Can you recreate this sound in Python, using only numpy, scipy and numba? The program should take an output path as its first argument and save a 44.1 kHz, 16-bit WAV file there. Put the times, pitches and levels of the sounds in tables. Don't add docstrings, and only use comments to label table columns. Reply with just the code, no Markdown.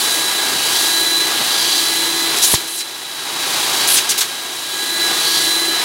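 import sys
import numpy as np
from scipy import signal
from scipy.fft import rfft, irfft
from scipy.io import wavfile
from numba import njit

SR = 44100
rng = np.random.default_rng(int(sys.argv[2]) if len(sys.argv) > 2 else 0)


def log_audio(samples):
    frames = np.atleast_2d(samples).T
    limited = np.clip(frames, -1, 1)
    pcm = np.round(limited * 32767).astype(np.int16)
    wavfile.write(sys.argv[1], SR, pcm)


N = 257544
T = np.arange(N) / SR

# start_s, end_s, gained_speed_hz,
# hiss_db, bite_db, whine_db, drone_db (all changes from the open slot)
SEALS = [(-.2, .41, 4.4, 4.5, 2.2, 1.5, 7.5), (0.598, 1.221, 7.9, 5, 3.5, 3, 6.5),
         (1.467, 2.24, 9.1, 3, 4, -2.5, 4), (2.381, 2.83, 6.8, 1, -0.5, -3, 1.5),
         (3.75, 4.2, 1.8, 0.5, 1.5, -2, 5), (4.6, 5.03, 7.66, 3, 3, 1.5, 10.5),
         (5.185, 5.71, 9.1, 4, 4.5, 1.5, 6.5)]
# time_s, level_db
LOUDNESS = [(0, -0.44), (2.36, 0.45), (2.55, -2.8), (2.75, -10.5), (3.08, -9.2), (3.3, -5.5), (3.5, -0.0),
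            (3.82, 1.6), (4.05, -2.5), (4.35, -6.5), (4.68, -7.5), (5.05, 0.0), (5.84, -0.76)]
# frequency_hz, relative_density_db (per Hz)
RUSH_SPECTRUM = [(25, -17), (60, -24), (110, -13), (147, -5), (190, -12), (270, -5.5), (350, 1),
                 (450, -3.5), (600, -4.5), (790, 2.5), (1400, -0.5), (2500, -1), (5000, -1), (16000, -26.5)]
# frequency_hz, relative_density_db (per Hz)
HISS_SPECTRUM = [(800, -20), (2500, -17), (4500, -7.5), (6300, .5), (7600, 0.5), (9000, 0.5), (9850, 3),
                 (10900, -2), (12200, -1.5), (13600, -9), (16000, -6)]
# frequency_hz, nominal_width_hz, relative_level_db, extra_growth_db_per_db
NOZZLE_MODES = [(3320, 520, -0.5, -0.5), (3750, 370, -8, -1), (4090, 510, -2, -0.5), (4560, 400, -1, 1.2),
                (5950, 800, -10, 3.5)]
# start_s, length_s, relative_level_db, swell_db, tight_hz, open_hz,
# nominal_breadth (share of the mean pitch)
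SLURPS = [(2.36, 0.033, -21, 0, 7450, 8930, .8), (2.421, .033, -12.5, -.5, 6140, 6800, 0.18),
          (2.416, 0.092, -17, 0, 10350, 9900, .33), (2.511, 0.039, -13, 0.5, 10500, 3900, 0.35),
          (2.672, 0.14, -28, 5.5, 10300, 3570, 0.62), (3.875, 0.112, -14, 2, 10650, 3360, 0.43),
          (4.089, 0.026, -12, -1, 6510, 4200, 0.78), (4.174, 0.018, -17.5, 3, 5800, 6930, 1.5),
          (4.203, 0.015, -15, 3, 4870, 2990, 1.1)]
# start_s, amplitude_db (before decay), ring_hz, decay_s
POPS = [(2.537, -5.5, 412, 0.0018), (2.5402, -9, 120, 0.0056), (2.5405, -3.5, 990, 0.0016),
        (2.5411, -6, 1950, 0.0011)]
# start_s, peak_db, resonance_hz
DROPS = [(1.396, -16, 5000), (1.728, -11, 5500), (1.733, -10, 4520), (1.763, -11, 4940), (2.387, -2, 8000),
         (3.876, 1, 7000), (4.18, -9, 3470)]
# centre_s, level_db, half_length_s
SCUFFS = [(0.544, -31, .04), (1.408, -26, 0.019), (2.354, -35, 0.041), (5.112, -32.5, 0.036)]
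# frequency_hz, relative_density_db (per Hz)
SCUFF_SPECTRUM = [(30, -16), (80, -5), (150, 1), (300, 5), (800, 4), (1600, -3), (5000, -30)]

FREE_HZ, WANDER_HZ = 325.1, .35
WHINE_DB, WHINE_DB_PER_HZ = -28.5, 0.8152
HUM_DB, HUM_DB_PER_HZ = -50.5, 2.26
DRONE_DB = -37.8
SIXTH_DB, SIXTH_HUM_SHARE = -2.5, 0.62
DUCT_HZ, DUCT_HALF_WIDTH_HZ, DUCT_DB = 3992, 3.1, 4
CHOKE_S, VENT_S = .36, .19
SEAT_S, UNSEAT_S = .11, .28
RUSH_DB, RUSH_DB_PER_HZ = -20.5, -0.2531
HISS_DB, SLOT_DB = -23.5, -27.6
SLOT_BRIGHT_DB = -25
BITE_AT, BITE_SPAN = .29, 0.32
HISS_AT, HISS_SPAN = 0.39, 0.44
GULP_AFTER_S, GULP_HALF_S, GULP_DB_PER_HZ = 0.079, 0.07, 0.2666
GAP_OPENING = 7.5
DIP_RATE_HZ = 29.25
TOP_HZ = 15800


def turbine(loud_db, gained_hz, seal_whine_db, seal_drone_db):
    shaft_hz = FREE_HZ + gained_hz + WANDER_HZ * walk(7.8)
    blade_hz = 12 * shaft_hz
    duct_db = DUCT_DB / (1 + ((blade_hz - DUCT_HZ) / DUCT_HALF_WIDTH_HZ) ** 2)
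    whine_db = WHINE_DB + .7 * loud_db + WHINE_DB_PER_HZ * gained_hz + seal_whine_db + duct_db
    hum_db = HUM_DB + 0.98 * loud_db + HUM_DB_PER_HZ * gained_hz
    drone_db = DRONE_DB + 0.84 * loud_db + seal_drone_db
    sixth_db = SIXTH_DB + drone_db + SIXTH_HUM_SHARE * (hum_db - drone_db)

    turn = 2 * np.pi * np.cumsum(shaft_hz) / SR
    whine = undb(whine_db) * tone(12 * turn, rough=0.045, width_hz=28)
    skirt = undb(whine_db - 14.0) * tone(12 * turn, rough=1.0, width_hz=150)
    hum = undb(hum_db) * tone(turn, rough=0.14, width_hz=69)
    drone = undb(drone_db) * tone(5 * turn, rough=0.07, width_hz=43)
    sixth = undb(sixth_db) * tone(6 * turn, rough=0.18, width_hz=20)
    casing = unit(bandpass(rng.standard_normal(N), np.full(N, 360.), 62.0))
    boom = casing * undb(0.7 * drone_db - 16)
    return whine + skirt + hum + drone + sixth + boom


def suction():
    gained_hz = whine_db = drone_db = 0
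    for start, end, hz, _, _, whine, drone in SEALS:
        choke = grip(start, end, CHOKE_S, VENT_S)
        gained_hz = gained_hz + hz * choke
        whine_db = whine_db + whine * choke
        drone_db = drone_db + drone * grip(start, end, SEAT_S, UNSEAT_S)
    return gained_hz, whine_db, drone_db


def tone(phase, rough, width_hz):
    rough = np.clip(rough, 0, 1)
    steady = np.sqrt(2 * (1 - rough))
    shake = np.sqrt(rough) * (walk(width_hz) + 1j * walk(width_hz))
    return np.real((steady + shake) * np.exp(1j * phase))


def airflow(loud_db, gained_hz):
    bite_db, wet_db, gulp_db = contact()
    rush_db = RUSH_DB + loud_db + RUSH_DB_PER_HZ * gained_hz + gulp_db
    hiss_db = HISS_DB + 1.02 * loud_db + wet_db
    slot_db = SLOT_DB + 0.68 * loud_db + bite_db
    rush = colour(rng.standard_normal(N), RUSH_SPECTRUM) * undb(rush_db + .5 * walk(14))
    wet_noise = rng.standard_normal(N) + undb(-9.5) * spray(per_s=2800, spread_db=3.5)
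    hiss = colour(wet_noise, HISS_SPECTRUM) * undb(hiss_db)
    ring = 0
    for hz, width_hz, db, growth in NOZZLE_MODES:
        centre_hz = hz * (1 + 0.025 * walk(7.9))
        jet = rng.standard_normal(N) + undb(-9) * spray(per_s=610, spread_db=3.0)
        mode = resonate(jet, centre_hz, 1.6 * width_hz)
        mode_db = slot_db + db + (0.97 + growth) * (slot_db - SLOT_BRIGHT_DB)
        ring = ring + mode * undb(mode_db)
    return rush + (hiss + ring) * undb(0.31 * walk(30))


def contact():
    bite_db = wet_db = gulp_db = 0
    for start, end, hz, hiss, bite, _, _ in SEALS:
        share = (T - start) / (end - start)
        bite_db = bite_db + bite * bell((share - BITE_AT) / BITE_SPAN)
        wet_db = wet_db + hiss * bell((share - HISS_AT) / HISS_SPAN)
        gulp_db = gulp_db + GULP_DB_PER_HZ * hz * bell((T - end - GULP_AFTER_S) / GULP_HALF_S)
    return bite_db, wet_db, gulp_db


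def spray(per_s, spread_db):
    hit = rng.random(N) < per_s / SR
    size = undb(spread_db * np.minimum(rng.exponential(size=N), 4))
    return unit(hit * size * rng.choice([-1, 1], N))


def slurps(edge_s, release_s, rough_db, leak_db, head_hz, head_width_hz, head_db):
    out = np.zeros(N)
    ragged = undb(rough_db * walk(400))
    head = resonate(rng.standard_normal(N), np.full(N, 1. * head_hz), 1. * head_width_hz)
    leak = colour(rng.standard_normal(N), HISS_SPECTRUM)
    around = undb(leak_db) * leak + undb(head_db) * head
    for s, length, db, swell_db, tight_hz, open_hz, breadth in SLURPS:
        t = T[:int((length + .06) * SR)]
        here = int(s * SR) + np.arange(len(t))
        share = np.minimum(t / length, 1)
        glide_hz = tight_hz * (open_hz / tight_hz) ** (share ** GAP_OPENING)
        pitch_hz = np.minimum(glide_hz, SR / 3)
        width_hz = 1.8 * breadth * np.sqrt(tight_hz * open_hz)
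        jet = rng.standard_normal(SR // 2)[:len(t)]
        sung = resonate(jet, pitch_hz, width_hz)
        gate = (1 - np.exp(-t / edge_s)) * np.exp(-np.maximum(t - length, 0) / release_s)
        add(out, s, undb(db + swell_db * share) * gate * ragged[here] * (sung + around[here]))
    return out


def knocks():
    out, t = np.zeros(N), T[:SR // 20]
    for s, db, hz in DROPS:
        strike = rng.standard_normal(len(t)) * np.exp(-t / 0.00049)
        tick = bandpass(strike, np.full(len(t), 1. * hz), 6000.)
        add(out, s, undb(db) * tick / np.abs(tick).max())
    for s, db, hz, decay_s in POPS:
        add(out, s, undb(db) * np.sin(2 * np.pi * hz * t) * np.exp(-t / decay_s))
    return out


def scuffs():
    press = sum(undb(db) * bell((T - s) / half_s) for s, db, half_s in SCUFFS)
    return press * colour(rng.standard_normal(N), SCUFF_SPECTRUM)


def periodic_dips(depth_db, width, offset):
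    place = (DIP_RATE_HZ * T + offset + .5) % 1 - .5
    return undb(-depth_db * bell(place / width))


def room(x, t60, wet_db):
    t = T[:SR // 2]
    tail = rng.standard_normal(len(t)) * np.exp(-np.log(1000) * t / t60) * (t > .004)
    return x + undb(wet_db) * signal.fftconvolve(x, tail / np.linalg.norm(tail))[:N]


@njit
def bandpass(x, hz, width):
    y, band, low = np.empty(len(x)), 0., 0.
    for i in range(len(x)):
        g, k = np.tan(np.pi * hz[i] / SR), width / hz[i]
        v = (band + g * (x[i] - low)) / (1 + g * (g + k))
        band, low, y[i] = 2 * v - band, low + 2 * g * v, k * v
    return y


def resonate(x, hz, width_hz):
    return unit(bandpass(bandpass(x, hz, width_hz), hz, width_hz))


def colour(x, spectrum):
    hz, db = np.transpose(spectrum)
    bins = np.maximum(np.arange(N // 2 + 1) * SR / N, 1)
    gain = undb(np.interp(np.log(bins), np.log(hz), db))
    return unit(irfft(rfft(x) * gain, N))


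def walk(rate_hz):
    bins = np.arange(N // 2 + 1) * SR / N
    return unit(irfft(rfft(rng.standard_normal(N)) / (1 + (bins / rate_hz) ** 2) ** 2, N))


def grip(start, end, rise_s, fall_s):
    elapsed = np.clip(T - start, 0, end - start)
    risen = (1 - np.exp(-elapsed / rise_s)) / (1 - np.exp(-(end - start) / rise_s))
    return risen * np.exp(-np.maximum(T - end, 0) / fall_s)


def bell(x):
    return np.exp(-x ** 2)


def curve(table):
    return np.interp(T, *np.transpose(table))


def undb(db):
    return 10 ** (np.asarray(db) / 20)


def unit(x):
    return x / np.sqrt(np.mean(x ** 2))


def add(out, s, x):
    i = int(s * SR)
    out[i:i + len(x)] += x[:N - i]


def scene():
    loud_db = curve(LOUDNESS)
    gained_hz, whine_db, drone_db = suction()
    wipes = slurps(edge_s=.003, release_s=0.016, rough_db=0.2, leak_db=-3.0,
                   head_hz=3970, head_width_hz=3100, head_db=-5.5)
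    air = airflow(loud_db, gained_hz) + scuffs() + undb(-2.0) * wipes
    heard_air = room(air, t60=0.34, wet_db=-15.0) * periodic_dips(depth_db=2.5, width=0.087, offset=0.028)
    mono = turbine(loud_db, gained_hz, whine_db, drone_db) + knocks() + heard_air
    return np.array([mono, mono])


def record(dry):
    thin = signal.sosfilt(signal.butter(2, 55, "high", fs=SR, output="sos"), dry)
    clipped = np.clip(thin, -1, 1)
    return signal.sosfilt(signal.ellip(12, .2, 80, TOP_HZ, fs=SR, output="sos"), clipped)


dry = scene()
out = record(dry)
log_audio(out)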